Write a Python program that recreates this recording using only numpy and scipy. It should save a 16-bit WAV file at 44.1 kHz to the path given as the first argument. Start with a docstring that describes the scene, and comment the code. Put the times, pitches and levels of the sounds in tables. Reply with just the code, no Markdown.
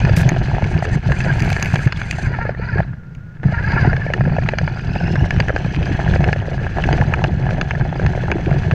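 """A small electric toy vehicle drives over gravel, heard from a microphone on its body. From the start
the chassis thuds over bumps, tyres knock on stones, flung pebbles set the plastic shell ringing, and
the gears rattle and whine at their mesh frequency. Just before one second, bursts of throttle begin to
spin the wheels; in the turns that follow they slip, and the gears growl and chirp. At three seconds it
rolls almost to rest, then pulls away, slipping again, and runs on with the whine rising in pitch."""
import sys
import numpy as np
from scipy import signal
from scipy.fft import rfft, irfft
from scipy.io import wavfile
from scipy.ndimage import uniform_filter1d

SR = 44100
rng = np.random.default_rng(int(sys.argv[2]) if len(sys.argv) > 2 else 0)


def unload_wav(signal):
    """Save mono or channel-first audio to the path in sys.argv[1] as 16-bit WAV at rate SR, clipped to [-1, 1]."""
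    wavfile.write(
        sys.argv[1],
        SR,
        np.round(np.clip(np.atleast_2d(signal).T, -1, 1) * 32767).astype(np.int16),
    )


N = 385434
T = np.arange(N) / SR

# Bumps that rock the chassis: peak_s, level_db
CHASSIS_BUMPS = [(0.048, -2), (.176, -2.5), (0.218, -6.5), (0.263, -1.5), (0.633, -6), (0.963, -3.5),
                 (1.275, -7.5), (1.419, -1.5), (1.74, -3.5), (1.867, 1), (2.797, -6.5), (3.46, 0),
                 (3.879, -0.5), (4.214, -2.5), (5.16, -8.5), (5.652, -6), (6.09, -3.5), (6.199, -3),
                 (6.288, -6), (5.413, -7.5), (8.517, -4.5), (8.727, -4.5)]
# Stones under the tyres: peak_s, level_db
STONE_KNOCKS = [(0.0948, -12), (.174, -20), (0.286, -21), (.365, -12.5), (0.584, -13), (.624, -12),
                (0.826, -9), (1.741, -12.5), (2.187, -17.5), (2.389, -13.5), (2.454, -15.5), (2.494, -9.5),
                (2.795, -16), (2.804, -8.5), (3.525, -18.5), (3.83, -19), (3.848, -13), (3.932, -13.5),
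                (4.066, -15), (4.103, -13.5), (4.21, -13), (4.367, -14), (4.386, -9), (4.537, -12),
                (4.615, -18), (4.961, -16.5), (5.504, -8.5), (5.664, -19.5), (6.162, -11), (6.362, -16.5),
                (6.786, -12), (6.89, -7.5), (6.985, -19), (7.127, -14), (7.249, -13), (7.467, -12),
                (7.531, -16), (7.716, -23), (7.928, -16), (7.998, -14.5), (8.152, -17), (8.177, -14.5),
                (8.238, -15.5), (8.384, -19), (8.515, -12.5)]
# Roughness of the ground: time_s, level_db
ROUGHNESS = [(0, -13.5), (.9, -15.5), (1.5, -15.5), (2.0, -21.5), (2.45, -18.5), (2.68, -22.5),
             (2.8, -17.5), (3.6, -18), (3.85, -11), (4.02, -21), (4.25, -14.5), (4.75, -20.5), (5.2, -15),
             (5.7, -18.5), (6.25, -14), (6.45, -20), (6.95, -14), (7.35, -17.5), (8.74, -16.5)]
# Pebbles striking the shell: start_s, level_db, treble_db (hardness), relative_thud_db
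PEBBLE_HITS = [(.05, -14.5, 1, -3), (.641, -17, -11, -6.5), (.852, -17, -2, -3), (1.119, -11.5, -1.5, -11),
               (1.204, -14.5, -1, -13), (1.564, -12.5, -1, -10), (1.625, -14, 6, -14),
               (1.757, -12, 0.5, -1), (1.873, -15, -2, -4), (1.923, -15, 10.5, -11), (2.015, -15, -1, -21),
               (2.782, -17, -22, -6), (2.932, -29.5, -38, -6), (3.432, -25, -17, 5), (3.93, -12.5, -27, -6),
               (3.965, -18, -6, -8), (4.136, -9, 2, -9), (4.208, -16, -27, 4), (4.4873, -9.5, -3.5, -2.5),
               (4.585, -11, 2.5, -1), (4.6763, -14, -12, -8), (5.156, -14.5, -37, 1), (5.3063, -11, -1, -7),
               (5.4012, -8.5, 3, -1), (5.483, -15.5, -1, -4), (5.494, -12, -22, 0), (5.562, -11.5, -5, 4.5),
               (6.241, -13, -2, -6), (6.286, -11.5, -39, -2), (6.3282, -9.5, -4, -2.5),
               (6.666, -18.5, -25, 4), (6.838, -12.5, -7, -5), (6.9275, -11.5, -2, -10),
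               (7.0122, -12, -10, -9), (7.137, -7, -9, -10), (7.24, -9.5, 0, 1), (7.507, -19, -5, 3),
               (7.612, -10.5, 0.5, -3.5), (7.708, -11, -3, -11), (8.063, -14, 1, 0), (8.315, -8.5, -3, -7),
               (8.711, -12.5, -4, 1)]
# Loose joints clunking as the wheels drop: time_s, level_db
JOINT_CLUNKS = [(.175, -19.5), (.293, -18), (2.548, -24.5), (2.803, -27), (3.44, -24), (4.252, -19.5),
                (4.384, -27), (4.461, -21), (4.536, -23), (4.772, -23.5), (5.243, -20), (5.647, -19),
                (5.868, -21.5), (6.078, -18), (6.89, -24), (7.467, -21.5), (7.491, -18.5), (7.751, -18),
                (7.81, -16.5), (7.997, -18.5), (8.282, -19)]
# Grit striking beside the microphone: start_s, level_db
GRIT_TICKS = [(0.167, -15), (.291, -10.5), (1.396, -20), (1.403, -17.5), (1.422, -16), (1.447, -22),
              (1.492, -26), (1.5023, -13.5), (1.529, -15.5), (1.598, -23), (1.626, -17), (1.647, -20),
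              (1.658, -14), (1.743, -18), (2.111, -11), (3.15, -39)]
# Sprays of sand: start_s, length_s, level_db
SAND_SPRAYS = [(.162, 0.011, -27.5), (.182, 0.034, -34), (1.35, .5, -56)]
# Normal modes of the plastic shell: pitch_hz, bandwidth_hz, level_db
SHELL_MODES = [(880, 108, -9), (1420, 110, -11.5), (1440, 308, -7.5), (1690, 111, 2.5), (2213, 119, -7.5),
               (2562, 132, -6), (2900, 91, -10.5), (3400, 73, -17.5), (4175, 59, -19), (4850, 51, -16.5),
               (6260, 67, -23.5), (6950, 160, -37)]

# Running of the motor, before any coasting: time_s, mesh_hz, whine_db
MOTOR_RUN = [(0, 2426, -39.5), (.9, 2283, -70), (1.15, 2351, -47), (2.2, 2417, -51), (2.54, 2250, -48.5),
             (2.72, 2356, -44), (3.5, 2160, -73), (3.74, 2409, -36), (3.95, 2722, -57), (4.3, 2306, -46),
             (4.8, 2426, -44.5), (5.03, 2606, -37), (5.4, 2900, -51), (6.0, 3175, -48), (6.55, 3298, -62),
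             (8.74, 3232, -57.5)]
# Partials of the gear train: mesh_ratio, bandwidth_hz, waver_share, throb_share, level_db
GEAR_PARTIALS = [(.59, 90, .014, .3, 0), (1.03, 190, .018, .5, -1), (1.96, 520, .024, 1, -10)]
# Load on the drive train: time_s, level_db
DRIVE_LOAD = [(0, -28.5), (.75, -33.5), (1.1, -33.5), (1.6, -30), (2.2, -35.5), (2.55, -46.5), (3.5, -41.5),
              (3.78, -34), (4.05, -38.5), (4.7, -38), (5.1, -33.5), (5.5, -35.5), (6.15, -30.5),
              (6.42, -38), (6.9, -32), (7.35, -38), (8.5, -35)]
# Coasting with the throttle lifted: start_s, length_s
THROTTLE_LIFTS = [(0.962, 0.061), (1.878, 0.063), (2.512, 0.051), (2.83, .598)]
# Bursts of throttle: start_s, length_s, level_db
THROTTLE_BURSTS = [(.67, 0.075, -50), (.81, 0.043, -43), (.9, 0.055, -42.5), (1.08, 0.28, -48.5),
                   (1.36, 0.502, -46), (1.95, 0.33, -49)]
# Wheel slip in the turns: start_s, length_s, growl_db
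WHEEL_SLIPS = [(1.06, 0.26, -36.5), (1.5, 0.41, -43.5), (2.15, 0.32, -35), (2.575, 0.19, -32),
               (3.43, 0.18, -32.5), (3.62, 0.24, -24.5), (3.93, 0.17, -45)]
# Gear chirps as the slipping tyres catch: centre_s, pitch_hz, glide_hz_per_s, level_db
GEAR_CHIRPS = [(1.3, 1630, -2000, -16.5), (2.695, 1503, -7000, -20), (2.737, 1742, 4000, -22.5),
               (2.784, 1713, 3000, -21), (3.586, 1707, -4000, -17.5), (3.65, 1687, 3000, -18.5),
               (3.733, 949, 0, -20), (3.776, 920, -1, -20.5), (3.778, 1407, 2000, -17),
               (3.9, 1413, -2, -20.5), (4.021, 1742, -5000, -23.5), (4.083, 1770, -3500, -23)]

# Spectral envelopes: frequency_hz, relative_db
RUMBLE_SPECTRUM = [(8, -17), (48, -5), (68, -3), (100, -3), (138, -0.5), (170, -5), (210, -13.5),
                   (280, -23), (500, -40), (1500, -94)]  # chassis on rough ground
PATTER_SPECTRUM = [(120, -36), (250, 0.5), (300, -8), (360, 7.5), (450, -4), (560, -3.5), (720, 4),
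                   (900, -4.5), (1120, -17.5), (2000, -11), (5000, -68.5)]  # grit under the tread
MOUNT_RESPONSE = [(450, -12.5), (930, 4), (1400, 6.5), (1700, 0), (2050, 6.5), (2500, -1)]  # path from gearbox to shell
RASP_SPECTRUM = [(1400, -14.5), (2100, 8), (3600, -13), (4250, -1.5), (4500, -13), (4750, 5), (5300, -19.5),
                 (6300, -13), (10000, -52)]  # scraping gear teeth
SAND_SPECTRUM = [(2000, 2.5), (6000, 1), (9000, -5.5), (12000, -8), (15000, -15)]  # spraying sand
GRIT_SPECTRUM = [(1000, 8), (2400, 24.5), (3500, 3), (4700, 12), (5400, -0.5), (6300, 11), (8000, -9.5),
                 (11500, -7), (14000, -18.5), (16000, -24)]  # one snap of grit
RUBBING_SPECTRUM = [(1500, -22.5), (3000, 11.5), (3700, 3), (4200, 9.5), (4850, -1), (5400, 0.5),
                    (6300, 3.5), (6900, -11), (7300, -2), (7900, -13.5), (10000, -20), (12500, -29),
                    (15500, -46.5)]  # rubbing gear teeth
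FIZZ_SPECTRUM = [(3500, -25), (4200, 8), (4780, 8.5), (5500, -7), (6300, 14), (6850, -3), (7300, 11.5),
                 (7900, -5), (8500, 4), (9500, -9), (11000, -21), (15000, -33)]  # motor brushes
IDLE_SPECTRUM = [(12, 16.5), (45, -3.5), (75, 2.5), (110, 2), (160, 18.5), (260, -11.5), (390, -2.5),
                 (1100, -16), (1650, -8.5), (2800, -29), (6500, -34), (9000, -46.5)]  # low steady rush

THROTTLE_EDGES_S, SLIP_EDGES_S = (.036, .0029), (.082, .043)  # attack, release


def chassis(jolts, boom_hz=127, rise_s=.00577):
    """Forced vibration: the sprung body rumbles over rough ground and thuds at the larger bumps."""
    rumble = colour(grains(per_s=400, spread_db=2), RUMBLE_SPECTRUM)
    out = evened(rumble * amp(2 * jolts)) * amp(shaking_db() - 1)
    for s, db in CHASSIS_BUMPS:
        add(out, s - rise_s, amp(db) * push(boom_hz * rng.uniform(1, 1.1), rise_s, glide=.026))
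    return out


def tyres(jolts, knock_hz=670, rise_s=.00192, roughness_power=1.51):
    """Impact noise: grit patters, harder at speed; stones give hollow knocks and jar the shell."""
    patter = evened(colour(grains(per_s=260, spread_db=4.5), PATTER_SPECTRUM))
    stones = sum(excite(grains(per_s=7, spread_db=4.5), push(hz, rise_s=1.3 / hz))
                 for hz in np.geomspace(290, 840, num=8))
    speed_db = 10 * (mesh_hz() / mesh_hz().mean() - 1)
    out = evened((patter + evened(stones)) * amp(2.05 * jolts))
    out *= amp(roughness_power * shaking_db() + speed_db - 6)
    for s, db in STONE_KNOCKS:
        add(out, s - rise_s, amp(db + .5) * push(knock_hz * rng.uniform(.77, 1.164), rise_s))
        add(out, s - rise_s, amp(db - 10) * clunk())
    return out


def pebbles(contact_s=.000751, thud_hz=600, boom_hz=100):
    """Impulse excitation: each pebble rings the shell, cracks, thuds and clunks on the rebound."""
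    out, t = np.zeros(N), np.arange(300) / SR
    for s, db, treble_db, thud_db in PEBBLE_HITS:
        force = .18 * rng.standard_normal(len(t)) * t / contact_s * np.exp(-t / contact_s)
        force[round(contact_s * SR)] += 1  # a sharp blow within the scuff
        ring = shell_ring(treble_db, scatter_db=2.5, detune=.025, damping=1.5)
        add(out, s, amp(db) * unit_peak(np.convolve(force, ring), size=110))
        add(out, s + rng.uniform(.002, .005), amp(db - 8) * clunk())
        add(out, s, amp(db + treble_db - 11) * muffled(tick(decay_s=.00095)))
        add(out, s, amp(db + thud_db) * push(thud_hz * rng.uniform(.78, 1.4), rise_s=.00096))
        add(out, s, -amp(db - 6) * push(boom_hz * rng.uniform(.7, 1.3), rise_s=.0049))
    return out


def gear_rattle(jolts):
    """Backlash: loose teeth chatter into the shell's modes, louder under load."""
    teeth = evened(grains(per_s=2200, spread_db=-1) * amp(2 * wander(hz=44.5)))
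    rattle = excite(teeth * amp(jolts), shell_ring(treble_db=-1))
    return evened(rattle) * amp(effort_db() - 4.5)


def gear_growl(whirr_db=-48, teeth=5):
    """A pulse train, one knock per uneven shaft turn, whirrs softly and growls during wheel slip."""
    leap, shudder = .08 * wander(hz=18), .04 * wander(hz=250)
    turns = cycles(mesh_hz() / teeth * (1 + leap + shudder))
    knocks = np.diff(np.floor(turns), prepend=0) * (1 + .4 * rng.standard_normal(N))
    growl = colour(excite(knocks, shell_ring(treble_db=-18)), MOUNT_RESPONSE)
    gain = amp(whirr_db) + amp(1) * bursts(WHEEL_SLIPS, *SLIP_EDGES_S)
    return evened(growl * amp(3.8 * wander(hz=30))) * gain


def gear_whine(shudder=.012, flutter_db=2.5):
    """Modulation: narrow noise bands track the mesh frequency and throb with each turn of a slow gear."""
    mesh = mesh_hz() * (1 + shudder * wander(hz=75.8))
    slow_gear = np.cos(2 * np.pi * cycles(mesh / 48 * (1 + .15 * wander(hz=25))))
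    out = np.zeros(N)
    for ratio, width, waver, throb, db in GEAR_PARTIALS:
        turns = cycles(ratio * mesh * (1 + waver * wander(hz=70)))
        band = wander(width / 2) + 1j * wander(width / 2)
        envelope = evened(amp(flutter_db * wander(hz=70)) * (1 + throb * slow_gear))
        out += amp(db) * (band * envelope * np.exp(2j * np.pi * turns)).real
    return out * amp(curve(MOTOR_RUN, 2) + coasting_db())


def gear_chirps(length_s=.031, waver=.024):
    """Frequency glides: as the tyres catch, the gears give short tones that swell and die."""
    out, window = np.zeros(N), signal.windows.hann(round(length_s * SR))
    t = np.arange(len(window)) / SR - length_s / 2
    for s, hz, glide, db in GEAR_CHIRPS:
        bend = evened(uniform_filter1d(rng.standard_normal(len(window)), size=200))
        add(out, s - length_s / 2, amp(db) * window * sine(hz * (1 + waver * bend) + glide * t))
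    return out


def wheelspin(level_db=9):
    """Swept resonance: wheels spin and grip under throttle, moving a gear tone across the shell's modes."""
    hz = .88 * mesh_hz() * (1 + .17 * wander(hz=16) + .03 * wander(hz=150))
    tone = excite(sine(hz), shell_ring(treble_db=6, damping=2.2))
    return evened(tone) * amp(level_db) * bursts(THROTTLE_BURSTS, *THROTTLE_EDGES_S)


def gear_rasp(level_db=-15):
    """Sliding friction: while the wheels slip, loaded teeth scrape in rough, surging spurts."""
    scrape = grains(per_s=3000, spread_db=2) * amp(3.5 * wander(hz=150) + 3 * wander(hz=20))
    return evened(colour(scrape, RASP_SPECTRUM)) * amp(level_db) * bursts(WHEEL_SLIPS, *SLIP_EDGES_S)


def joints(jolts, count=14):
    """Mechanical play: loose joints rattle, each with its own ring; a few clunks stand out."""
    rattle = sum(excite(grains(per_s=5, spread_db=2.5) * amp(2 * jolts), clunk()) for _ in range(count))
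    out = evened(rattle) * amp(effort_db() - 5)
    for s, db in JOINT_CLUNKS:
        add(out, s - .001, amp(db) * clunk())
    return out


def gravel(tilt_db_per_octave=2):
    """Modal excitation: gravel crunches in clusters, each grain pinging one slightly detuned shell mode."""
    out, t = np.zeros(N), np.arange(900) / SR
    clusters = amp(3 * wander(hz=25))
    for hz, width, db in SHELL_MODES + SHELL_MODES:  # two spots for each mode
        envelope = np.sqrt(width) * np.exp(-2 * np.pi * width * t)
        ping = envelope * np.sin(2 * np.pi * hz * rng.uniform(.96, 1.03) * t)
        impacts = grains(per_s=24, spread_db=4.5) * clusters
        octaves = np.log2(hz / SHELL_MODES[0][0])
        out += amp(db + tilt_db_per_octave * octaves) * excite(impacts, ping)
    return evened(muffled(out)) * amp(effort_db() - 6)


def sand():
    """Shot noise: sand sprays and ticks by the microphone; under throttle the wheels throw up more."""
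    spray = evened(colour(grains(per_s=2500, spread_db=3), SAND_SPECTRUM))
    crunch = evened(sum(excite(grains(per_s=25, spread_db=3), tick()) for _ in range(8)))
    out = spray * bursts(SAND_SPRAYS, attack_s=.0025, release_s=.0084)
    out += crunch * amp(2) * bursts(THROTTLE_BURSTS, *THROTTLE_EDGES_S)
    for s, db in GRIT_TICKS:
        add(out, s, amp(db) * tick())
    return out


def hiss():
    """Contact noise: gear teeth rub finely, and the motor's brushes fizz under throttle."""
    flicker = amp(3.5 * wander(hz=44.4))
    sparks, rubs = grains(per_s=6000, spread_db=1.5), grains(per_s=8000, spread_db=2)
    teeth = evened(colour(rubs * flicker, RUBBING_SPECTRUM)) * amp(effort_db() - 15)
    fizz = evened(colour(sparks * flicker, FIZZ_SPECTRUM)) * amp(-2)
    return teeth + fizz * bursts(THROTTLE_BURSTS, *THROTTLE_EDGES_S)


def idle(rush_db=-41, tone_hz=1430, tone_db=-53):
    """Masking: a low rush and a faint electric whine run throughout, laid bare during coasting."""
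    tone = sine(tone_hz * (1 + .018 * wander(hz=56.7)))
    flutter = amp(3.5 * wander(hz=18))
    rush = colour(rng.standard_normal(N), IDLE_SPECTRUM)
    return amp(rush_db) * evened(rush) + amp(tone_db) * evened(tone * flutter)


def shell_ring(treble_db, scatter_db=0, detune=0, damping=1):
    """Modal superposition: the shell's impulse response, varying with hardness and the spot struck."""
    t = np.arange(2000) / SR
    hz, width, db = np.array(SHELL_MODES).T[:, :, None]
    treble_share = np.clip(np.log2(hz / 1700) / 1.3, 0, 1)
    db = db + treble_db * treble_share + scatter_db * rng.standard_normal(hz.shape)
    hz, width = hz * (1 + detune * rng.standard_normal(hz.shape)), width * damping
    sign = (-1) ** np.arange(len(hz))[:, None]
    modes = sign * amp(db) * width * np.exp(-np.pi * width * t) * np.sin(2 * np.pi * hz * t)
    return muffled(modes.sum(0))


def clunk(contact_s=.00096, hollow_hz=680):
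    """Damped resonance: a plastic joint scuffs home, ringing the shell dully over a hollow note."""
    u = np.arange(400) / (contact_s * SR)
    ring = shell_ring(treble_db=-20, scatter_db=4, detune=.04)
    scuff = rng.standard_normal(len(u)) * u * np.exp(-u)
    out = unit_peak(signal.fftconvolve(scuff, ring), size=110)
    add(out, 0, amp(-3) * push(hollow_hz * rng.uniform(.64, 1.208), rise_s=.0013))
    return out


def push(hz, rise_s, glide=0):
    """Elastic contact: a soft blow swells and dies; glide lifts its pitch as rubber stiffens."""
    u = np.arange(round(7 * rise_s * SR)) / (rise_s * SR)
    return (u * np.exp(1 - u)) ** 2.15 * sine(hz * (1 + glide * np.tanh(u - 1)))


def tick(decay_s=.0017):
    """A broadband transient: one snap of grit, with a colour of its own."""
    t = np.arange(900) / SR
    spectrum = [(hz, db + 3.5 * rng.standard_normal()) for hz, db in GRIT_SPECTRUM]
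    return unit_peak(colour(rng.standard_normal(len(t)) * np.exp(-t / decay_s), spectrum), size=60)


def muffled(x):
    """Transmission loss: the plastic body passes little of the highest treble."""
    return signal.sosfilt(signal.butter(4, 7200, fs=SR, output="sos"), x)


def coasting_db(floor_db=-16, run_down_s=.08, pick_up_s=.0035):
    """Exponential relaxation: the drive runs down at each throttle lift, then picks up at once."""
    drop = np.zeros(N)
    for s, length in THROTTLE_LIFTS:
        drop += (1 - decay(s, run_down_s)) * decay(s + length, pick_up_s)
    return floor_db * drop


def mesh_hz(sag_per_db=.0578):
    """Mesh frequency: the rate at which teeth engage, sagging while the vehicle coasts."""
    return curve(MOTOR_RUN, 1) * (1 + sag_per_db * coasting_db())


def effort_db():
    """Load: how hard the gears work."""
    return curve(DRIVE_LOAD, 1) + coasting_db()


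def shaking_db():
    """Base excitation: how hard the ground shakes the wheels."""
    return curve(ROUGHNESS, 1) + .91 * coasting_db()


def bursts(rows, attack_s, release_s):
    """Summed envelopes: linear attack, hold, exponential release."""
    return sum(amp(db) * np.clip((T - s) / attack_s, 0, 1) * decay(s + length, release_s)
               for s, length, db in rows)


def decay(start_s, time_constant_s):
    """Unity until start_s, then exponential decay."""
    return np.exp(-np.maximum(T - start_s, 0) / time_constant_s)


def grains(per_s, spread_db):
    """A Poisson process: tiny impacts of random sign and size."""
    size = amp(spread_db * np.minimum(rng.exponential(1, N), 4))
    return size * rng.choice([-1, 1], N) * (rng.random(N) < per_s / SR)


def wander(hz):
    """Random fluctuation of unit rms, low-passed at hz."""
    rolloff = 1 + (np.fft.rfftfreq(N, 1 / SR) / hz) ** 4
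    return evened(irfft(rfft(rng.standard_normal(N)) / rolloff, N))


def colour(x, points):
    """Minimum-phase filtering by a spectral envelope."""
    hz, db = np.transpose(points)
    log_hz = np.log(abs(np.fft.fftfreq(8192, 1 / SR)) + 1)
    log_gain = np.log(amp(np.interp(log_hz, np.log(hz), db)))
    taps = np.fft.ifft(np.exp(signal.hilbert(log_gain).conj())).real[:4096]
    return excite(x, taps)


def excite(force, response):
    """Convolution of a force with an impulse response."""
    return signal.oaconvolve(force, response)[:len(force)]


def cycles(hz):
    """Phase in cycles: the integral of frequency."""
    return np.cumsum(hz) / SR


def sine(hz):
    """A sinusoid of varying frequency."""
    return np.sin(2 * np.pi * cycles(hz))


def curve(rows, column):
    """Linear interpolation of a column over time."""
    rows = np.array(rows)
    return np.interp(T, rows[:, 0], rows[:, column])


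def add(mix, s, sound):
    """Superposes a sound at time s."""
    part = mix[max(round(s * SR), 0):][:len(sound)]
    part += sound[:len(part)]


def unit_peak(x, size):
    """Gives the loudest run of size samples the power of a unit sine."""
    return x / np.sqrt(2 * uniform_filter1d(x ** 2, size, mode="constant").max() + 1e-20)


def evened(x):
    """Normalises to unit rms."""
    return x / np.sqrt(np.mean(x ** 2) + 1e-20)


def amp(db):
    """Decibels to amplitude ratio."""
    return 10 ** (np.asarray(db) / 20)


def scene():
    """Structure-borne sound, with no room; the same jolts shake gears, chassis, tyres and joints."""
    jolts = wander(hz=15.5)
    drive = gear_rattle(jolts) + gear_growl() + gear_chirps() + gear_whine()
    drive += wheelspin() + gear_rasp() + hiss() + idle()
    return (chassis(jolts) + tyres(jolts) + joints(jolts) + pebbles() + gravel() + sand() + drive)[None]


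def record(dry, ceiling=.79, cutoff_hz=15800):
    """Soft saturation rounds the largest peaks; the ends are tapered and the band is limited."""
    rounded = dry / (1 + (dry / ceiling) ** 6) ** (1 / 6)
    tapered = rounded * signal.windows.tukey(N, .0006)
    low_pass = signal.firwin(255, cutoff_hz, window=("kaiser", 9), fs=SR)
    return signal.oaconvolve(tapered, low_pass[None], "same")


dry = scene()
out = record(dry)
unload_wav(out)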